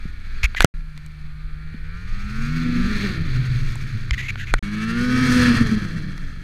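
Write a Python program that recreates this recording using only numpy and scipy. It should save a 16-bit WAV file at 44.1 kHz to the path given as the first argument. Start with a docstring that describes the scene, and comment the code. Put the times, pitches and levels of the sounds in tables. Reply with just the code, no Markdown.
"""A snowmobile drones far off across the snow, then takes a jump, then passes close to the microphone:
three positions, with a brief silence between them. The exhaust drones at the firing rate, the engine
buzzes and clatters, and the track hums at its own lug rate, rattles the chassis and throws snow.
Wind buffets the microphone; a glove rubs and clicks on its housing, mostly just before each silence."""
import sys
import numpy as np
from scipy import signal
from scipy.fft import rfft, irfft
from scipy.io import wavfile
from scipy.ndimage import uniform_filter1d

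SR = 44100
rng = np.random.default_rng(int(sys.argv[2]) if len(sys.argv) > 2 else 0)


def persist_wave(psi):
    """Save psi, clipped to +-1, as 16-bit WAV."""
    counts = np.round(np.clip(psi, -1, 1) * 32767).astype(np.int16)
    wavfile.write(sys.argv[1], SR, np.atleast_2d(counts).T)


N = 283563
T = np.arange(N) / SR
BINS = np.fft.rfftfreq(N, 1 / SR)

# microphone positions (far off, at the jump, close by): start t/s, end t/s
POSITIONS = [(0, .656), (.740, 4.592), (4.626, 6.44)]
# spectra at the microphone: f/Hz, level/dB
HISS = [(100, 22), (300, 3), (600, 4.5), (1000, 5.5), (3000, -1.5), (7000, -9), (9700, -6), (12000, -12.5),
        (14500, -10.5), (16000, -32.5)]  # still air and microphone hiss
WIND_BUFFET = [(5, -18), (20, 6), (35, -10.5), (60, -8.5), (100, -34.5), (200, -34.5), (500, -96),
               (1500, -100)]
GLOVE_SCRAPE = [(400, -30), (1100, -10), (1900, 4), (2700, 4.5), (3400, -2), (4200, -7), (5300, -15),
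                (6600, -10), (8500, -26), (12000, -24), (16000, -44.5)]
# gusts and lulls: t/s, half length/s, level/dB
GUSTS = [(1.05, .22, -4), (2.2, 0.34, 10), (2.87, 0.19, 6), (3.45, 0.3, 6), (4.75, 0.073, -7),
         (5.7, .25, 2)]
# modes of the microphone's housing: f/Hz, level/dB, t60/s
HOUSING_MODES = [(860, -5, 0.0043), (1720, -0.5, 0.014), (2015, -7.5, 0.02), (2390, -3.5, 0.0096),
                 (3830, -5.5, 0.0053), (5060, -14, 0.012)]
# clicks on the housing: t/s, level/dB, relative knock/dB, relative crack/dB, ring pitch/ratio
CLICKS = [(0.4326, -14, -23, -20, 1.55), (0.4424, -23.5, -4, 9.5, 1.2), (0.5484, -15.5, -20, -35, 0.95),
          (.606, 0.5, -26, -7, 0.99), (0.6206, -20.5, -10.5, 10, 1.1), (0.6257, -14, -12.5, 1, .92),
          (0.6455, 1.5, 14, 0, .9), (0.645, -5.5, 1, -18, 0.73), (0.977, -32.5, -16, -1.5, 1.18),
          (1.063, -48, -20, 13, 3.3), (3.756, -29, -15, 5, 0.58), (4.1088, -11, -22, -16, 1.367),
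          (4.357, -20.5, -28, -23, 0.92), (4.5393, -3, 1, -9, 0.93), (6.179, -28.5, -10, -3, 1.15)]
# glove strokes: t/s, length/s, level/dB, squeak f/Hz
RUBS = [(0.428, 0.036, -26, 2300), (0.561, 0.031, -32, 1890), (0.586, 0.083, -37.5, 1970),
        (4.13, 0.021, -35, 1940), (4.173, 0.049, -35.5, 1990), (4.214, 0.069, -41, 2130),
        (4.279, 0.033, -33.5, 2400), (4.368, 0.089, -43.5, 1660), (4.391, 0.034, -41, 1860),
        (4.463, 0.057, -43.5, 2310), (4.581, .012, -43, 2060)]
# soft bumps on the microphone: t/s, level/dB, f/Hz, decay/s
BUMPS = [(0.054, -21, 170, 0.0025), (0.437, -8, 46.7, 0.0095), (0.6, -9.5, 25.2, 0.012),
         (0.645, -2, 99, 0.0024), (0.741, -18.5, 27.1, 0.039), (1.443, -18.5, 38, 0.0081),
         (1.743, -27, 217, 0.0031), (4.112, -11, 54, 0.0087), (4.511, -12.5, 32.6, 0.028)]
# engine and track speed, one list a position: t/s, firing f/Hz, lug f/Hz
SPEED = [
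    [(0, 209, 75), (.45, 203, 100)],
    [(.74, 153, 72), (1.5, 151, 75), (1.85, 159, 87), (2.3, 209, 120), (2.55, 249, 159), (2.75, 242, 171),
     (2.92, 238, 208), (3.05, 199, 198), (3.17, 172, 161), (3.35, 143, 127), (3.8, 135, 112),
     (4.59, 123, 89)],
    [(4.63, 200, 151), (4.86, 222, 167), (5.03, 245, 193), (5.2, 255, 236), (5.38, 248, 251),
     (5.63, 235, 224), (5.85, 198, 168), (6.15, 184, 142), (6.43, 176, 131)],
]
# the sled's pass at each position: nearest t/s, time to cover the nearest distance/s, base level/dB,
# gain from behind/dB, relative exhaust/dB, relative track hum/dB
PASSES = [(.4, 2.5, -42.5, -3, -12.5, 1.6), (2.98, 0.7, -34, 2, 9.5, 5), (5.44, 0.25, -28.5, -2, 6, 1.34)]
# pulls on the throttle: open t/s, shut t/s, opening/0-1
THROTTLE_PULLS = [(-.2, 0.688, 0.59), (.7, 1.797, 0.76), (1.825, 2.965, 1), (4.483, 5.6, 0.86)]
# the track bites, spins free or slackens: t/s, half length/s, clatter/dB, spray and ring/dB, rattle/dB
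SURGES = [(.39, 0.045, 3, 3, 0), (1.6, 0.36, -1, -7, -2), (1.9, 0.047, 1, -2, 0),
          (2.42, 0.14, 1.5, 3.5, -10), (2.84, .08, -2.5, -2, -5), (3.06, 0.085, 4, 5.5, 13),
          (3.2, 0.057, -3, -4, 11), (3.42, 0.14, 1.5, 1.5, 13), (3.72, 0.3, 0.5, 6, -3),
          (4.98, 0.11, 2, 3, -13), (5.33, 0.088, -0.5, 4, 2), (5.5, 0.095, 1.5, 0.5, 0),
          (5.79, 0.071, 2.5, 1.5, 0), (6.06, 0.068, -1.5, -5, -4)]
# modes of the metal chassis: f/Hz, half width/Hz, level/dB
CHASSIS_MODES = [(2710, 70, 10), (3520, 63, -1.5), (4700, 170, 4.5), (5600, 280, -8.5), (6450, 200, -5.5),
                 (8450, 320, -13), (10500, 290, -17.5)]
# spectra of the chassis: f/Hz, level/dB
CHASSIS_RATTLE = [(200, -15), (400, 8.5), (550, -21), (750, -1), (1000, -10), (1400, 11.5), (2500, -65)]
CHASSIS_RUMBLE = [(30, -31), (70, 4), (130, 6), (200, -2), (300, -7.5), (420, -17.5), (600, -25.5),
                  (1000, -57)]
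# spectra of thrown snow, engine clatter and engine buzz, across the field and close by: f/Hz, level/dB
SPRAY_FIELD = [(3500, -21), (5200, 2.5), (5800, 0.5), (6600, 2), (7350, -8.5), (8300, -4.5), (9000, -11.5),
               (9700, -9), (11300, -12.5), (13000, -12), (14800, -20.5), (16000, -44)]
SPRAY_CLOSE = [(3500, -47), (5200, -8), (5700, 6), (6300, 6), (7400, -3.5), (8500, -0.5), (9200, -5.5),
               (10700, -5), (11900, -11), (14000, -12), (15200, -24), (16000, -32)]
CLATTER_FIELD = [(560, -43), (950, -13.5), (1200, -1.5), (1400, 2.5), (1580, -1), (1830, 7), (2010, 0.5),
                 (2290, 6), (2560, -2), (2970, -8.5), (3440, -1.5), (3730, -6), (4160, 0.5), (4680, -5),
                 (5500, -32), (7150, -60), (12100, -120)]
CLATTER_CLOSE = [(560, -14), (950, -17.5), (1080, -11.5), (1300, 2.5), (1420, -2), (1800, 6.5),
                 (2070, -6.5), (2290, -0.5), (2490, -8.5), (2680, -10), (2860, -18.5), (3310, -3.5),
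                 (3780, -17), (4130, -4), (5500, -20.5), (7150, -67), (12100, -120)]
BUZZ_FIELD = [(290, -35), (390, -1), (490, -5.5), (570, -28), (750, -12), (950, -20), (1200, 2),
              (1480, 6.5), (1800, 4), (2050, -4.5), (2330, 3.5), (2800, -11.5), (4500, -30)]
BUZZ_CLOSE = [(240, -30), (310, 9), (390, -6), (500, 2.5), (590, -34), (800, -16.5), (1000, -7.5),
              (1300, 6.5), (1800, 2.5), (2050, -3.5), (2260, 6), (2480, -8.5), (2660, -1), (2900, -7.5),
              (4500, -11)]
# harmonics of track and exhaust: multiple of the lug or crank rate, level/dB
LUG_ORDERS = [(1, -1.5), (2, -18.5), (3, -34.5), (4, -39)]
EXHAUST_ORDERS = [(1, -9), (2, 0), (3, -33), (4, -31.5)]
# swells and dips of the track's fundamental and of the exhaust: t/s, half length/s, level/dB
HUM_SWELLS = [(2.65, 0.21, 5), (3.17, 0.13, -10), (3.5, 0.22, 10), (4, 0.23, 0.5), (5.05, 0.39, -5),
              (5.5, 0.028, 6), (5.7, 0.067, -8)]
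EXHAUST_SWELLS = [(.9, 0.24, 2.5), (1.85, .12, -3), (2.09, 0.12, -11), (2.45, 0.6, -4.5),
                  (2.73, 0.093, 8.5), (3.05, 0.17, -14.5), (3.45, 0.088, 0.5), (4.8, 0.3, 1.5),
                  (5.74, 0.052, 7.5), (6.35, 0.14, -3)]


def amp(db):
    """Decibels to gain."""
    return 10 ** (np.asarray(db) / 20)


def unit(x):
    """Scales to rms 1."""
    return x / np.sqrt(np.mean(x ** 2) + 1e-20)


def noise():
    """White noise."""
    return rng.standard_normal(N)


def wander(hz):
    """Random drift of rms 1, up to about hz."""
    return unit(irfft(rfft(noise()) / (1 + (BINS / hz) ** 4), N))


def colour(x, spectrum):
    """Shapes x with a spectrum, at rms 1."""
    hz, db = np.transpose(spectrum)
    return unit(irfft(rfft(x) * amp(np.interp(np.log(BINS + 1), np.log(hz), db)), N))


def by_place(x, field, close):
    """Colours x for the open field, or for the close pass at the last position."""
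    return np.where(T < POSITIONS[2][0], colour(x, field), colour(x, close))


def swells(rows):
    """Smooth rises and dips in dB, one curve for each level column."""
    return np.squeeze(sum(np.outer(dbs, np.exp(-((T - s) / half) ** 2)) for s, half, *dbs in rows))


def harmonics(turns, orders):
    """Sines on multiples of a rotation, at random phases."""
    return sum(amp(db) * np.sqrt(2) * np.sin(2 * np.pi * (k * turns + rng.random())) for k, db in orders)


def add(mix, s, sound):
    """Mixes a sound in at time s."""
    part = mix[max(round(s * SR), 0):][:len(sound)]
    part += sound[:len(part)]


def hiss():
    """Still air and the microphone's own faint noise."""
    return amp(-59) * colour(noise(), HISS)


def wind():
    """Lumpy low buffeting at the microphone."""
    return colour(noise(), WIND_BUFFET) * amp(-30 + swells(GUSTS) + 1.73 * wander(2.4))


def bumps():
    """Soft bumps push on the microphone, each a low damped pulse."""
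    out, t = np.zeros(N), T[:SR // 4]
    for s, db, hz, decay in BUMPS:
        envelope = t / decay * np.exp(1 - t / decay)
        add(out, s, -amp(db) * envelope * np.sin(2 * np.pi * hz * t))
    return out


def housing_clicks():
    """Taps right at the microphone ring its housing, with a crack and a hollow knock."""
    out, t = np.zeros(N), T[:SR // 4]
    lowpass = signal.butter(2, 7400, fs=SR)
    for s, db, knock_db, crack_db, pitch in CLICKS:
        ring = np.zeros(len(t))
        for k, (hz, mode_db, t60) in enumerate(HOUSING_MODES):
            mode_hz = hz * pitch * rng.uniform(0.86, 1.04)
            ring += (-1) ** k * amp(mode_db - 60 * t / t60) * np.sin(2 * np.pi * mode_hz * t)
        burst = rng.standard_normal(len(t)) * np.exp(-t / 0.0011)
        crack = amp(crack_db) * signal.lfilter(*lowpass, burst)
        knock = amp(knock_db) * np.sin(2 * np.pi * 430 * t) * np.exp(-t / 0.00051)
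        add(out, s, amp(db) * (0.84 * ring + crack + knock))
    return out


def glove_rubs():
    """A glove slips over the housing: a narrow squeak and a broad scrape."""
    squeaks, friction = np.zeros(N), np.zeros(N)
    for s, length, db, hz in RUBS:
        n = round(length * SR)
        slips = unit(rng.standard_normal(n) * amp(0.91 * rng.standard_normal(n)))
        stroke = amp(db) * signal.windows.tukey(n, .4)
        squeak = signal.lfilter(*signal.butter(2, [hz * .88, hz * 1.12], "band", fs=SR), slips)
        add(squeaks, s, stroke * unit(squeak))
        add(friction, s, stroke * slips)
    return amp(3) * squeaks + amp(3.5) * np.std(friction) * colour(friction, GLOVE_SCRAPE)


def speeds():
    """Firing and lug rates in Hz; each position takes over at its own start."""
    curves = np.zeros((2, N))
    for (start, _), rows in zip(POSITIONS, SPEED):
        times, *rates = np.transpose(rows)
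        curves[:, T >= start] = [np.interp(T[T >= start], times, hz) for hz in rates]
    return curves


def thumb_throttle(travel_s=0.057):
    """Throttle opening, 0-1: the thumb takes a moment to open or shut it."""
    pulls = sum(opening * ((T >= opens) & (T < shuts)) for opens, shuts, opening in THROTTLE_PULLS)
    return uniform_filter1d(pulls, size=int(travel_s * SR))


def pass_by(lug_hz, throttle, db_per_octave=6.5, load_db=4):
    """Sled, exhaust and hum levels at the microphone: louder when near, fast and under load."""
    position = sum((T >= start).astype(int) for start, _ in POSITIONS[1:])
    nearest_s, cover_s, base_db, rear_db, exhaust_db, hum_db = np.array(PASSES)[position].T
    along = (T - nearest_s) / cover_s
    distance = np.hypot(1, along)  # in multiples of the nearest distance
    behind = along / distance  # -1 approaching, 1 going away
    db = base_db - 20 * np.log10(distance) + rear_db * behind
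    db += db_per_octave * np.log2(lug_hz / 200) + load_db * throttle
    return db, db + exhaust_db, db + hum_db, behind


def snow_spray(lugs, db, behind, jolts):
    """The lugs fling snow backwards: a fluttering hiss, a little louder from behind."""
    puffs = noise() * (1 + 0.051 * np.cos(2 * np.pi * lugs)) * amp(2.04 * wander(300))
    return by_place(puffs, SPRAY_FIELD, SPRAY_CLOSE) * amp(db - 18.5 + behind + 1.9 * jolts)


def chassis(rattle_db, ring_db, coast, jolts):
    """The chassis rattles over uneven snow; grit and lugs keep its metal ringing."""
    rattle = colour(noise(), CHASSIS_RATTLE) * amp(rattle_db - 24.5 + 1.2 * jolts)
    modes = sum(amp(db) / (1 + ((BINS - hz) / width) ** 2) for hz, width, db in CHASSIS_MODES)
    ring = unit(irfft(rfft(noise()) * modes, N))
    return rattle + ring * amp(ring_db - 19.5 - 0.5 * coast + 2.5 * jolts)


def track_rumble(db, buzz_db, jolts):
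    """Off the throttle, as the buzz fades, the slack track flaps against the chassis."""
    return colour(noise(), CHASSIS_RUMBLE) * amp(db - 1.5 - 0.95 * buzz_db + 0.73 * jolts)


def track_hum(lugs, db, behind, coast):
    """The track hums at its lug rate; slack when coasting, it is louder, brighter and flutters more."""
    fundamental = harmonics(lugs, LUG_ORDERS[:1]) * amp(swells(HUM_SWELLS))
    # the body shields the overtones towards the front
    overtones = harmonics(lugs, LUG_ORDERS[1:]) * amp(2.5 * behind + 2 * coast)
    flutter_db = (2.5 + 2.5 * coast) * wander(23)
    return (fundamental + overtones) * amp(db + 4.5 * coast + flutter_db)


def engine_buzz(crank, jitter_turns=0.0016):
    """Knocks repeat with the crank; each order fades and swells on its own."""
    turns = crank + jitter_turns * wander(120)  # uneven knocks blur the high orders into rasp
    knots = np.linspace(0, T[-1], num=44)
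    out = np.zeros(N)
    for k in range(3, 46):
        order_db = np.minimum(6 * rng.standard_normal(len(knots)), 6) - 3 * (k % 2)
        out += amp(np.interp(T, knots, order_db)) * np.cos(2 * np.pi * (k * turns + rng.random()))
    return by_place(unit(out), BUZZ_FIELD, BUZZ_CLOSE)


def engine(crank, db, buzz_db, jolts):
    """Noisy clatter that locks to the crank under load and turns into a buzz."""
    rasp = noise() * (1 + 0.098 * np.cos(4 * np.pi * crank) + 0.19 * np.cos(2 * np.pi * crank))
    clatter = by_place(rasp, CLATTER_FIELD, CLATTER_CLOSE)
    locked = amp(buzz_db + 1)
    return (clatter + locked * engine_buzz(crank)) * amp(db + jolts) / np.hypot(1, locked)


def exhaust(crank, db, rev_hz_per_s, burble_db=8):
    """Drone at the firing rate; as the revs fall the engine fires unevenly and overtones come out."""
    overrun = np.clip(-uniform_filter1d(rev_hz_per_s, size=SR // 5) / 45, 0, 1)
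    drone = harmonics(crank, EXHAUST_ORDERS[:2])
    burble = harmonics(crank, EXHAUST_ORDERS[2:]) * amp(burble_db * overrun)
    flutter_db = (1.5 + 2.7 * overrun) * wander(33)
    return (drone + burble) * amp(db + swells(EXHAUST_SWELLS) + flutter_db - 2 * overrun)


def snowmobile():
    """The whole sled as the microphone hears it, driven by speed, throttle and distance."""
    firing_hz, lug_hz = speeds()
    throttle = thumb_throttle()
    coast = 1 - throttle
    rev_hz_per_s = np.gradient(firing_hz, T)
    climb = uniform_filter1d(np.clip(rev_hz_per_s / 53, -1, 1), size=SR // 5)
    buzz_db = -6 + 7.5 * throttle + 3 * climb  # most buzz while the revs climb
    sled_db, exhaust_db, hum_db, behind = pass_by(lug_hz, throttle)
    clatter_db, grit_db, rattle_db = sled_db + swells(SURGES)
    crank = np.cumsum(firing_hz / 2 * (1 + 0.00373 * wander(39))) / SR  # two firings a turn
    lugs = np.cumsum(lug_hz * (1 + 0.013 * wander(26.8))) / SR
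    out = exhaust(crank, exhaust_db, rev_hz_per_s) + track_hum(lugs, hum_db, behind, coast)
    jolts = wander(22)  # the sled shakes on uneven snow
    out += engine(crank, clatter_db, buzz_db, jolts)
    out += chassis(rattle_db, grit_db, coast, jolts)
    out += track_rumble(sled_db, buzz_db, jolts)
    return out + snow_spray(lugs, grit_db, behind, jolts)


def scene():
    """One hand-held microphone on open snow: the sled, wind and handling over a faint hiss."""
    return (snowmobile() + wind() + housing_clicks() + glove_rubs() + bumps() + hiss())[None]


def record(dry, edge_hz=15800):
    """Silence between positions, overload on the hardest clicks, then the band limit."""
    live = sum((T >= start) & (T < end) for start, end in POSITIONS).astype(float)
    clipped = np.clip(dry * uniform_filter1d(live, size=40), -1, 1)
    lowpass = signal.firwin(255, edge_hz, window=("kaiser", 9), fs=SR)
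    return signal.oaconvolve(clipped, lowpass[None], "same")


dry = scene()
out = record(dry)
persist_wave(out)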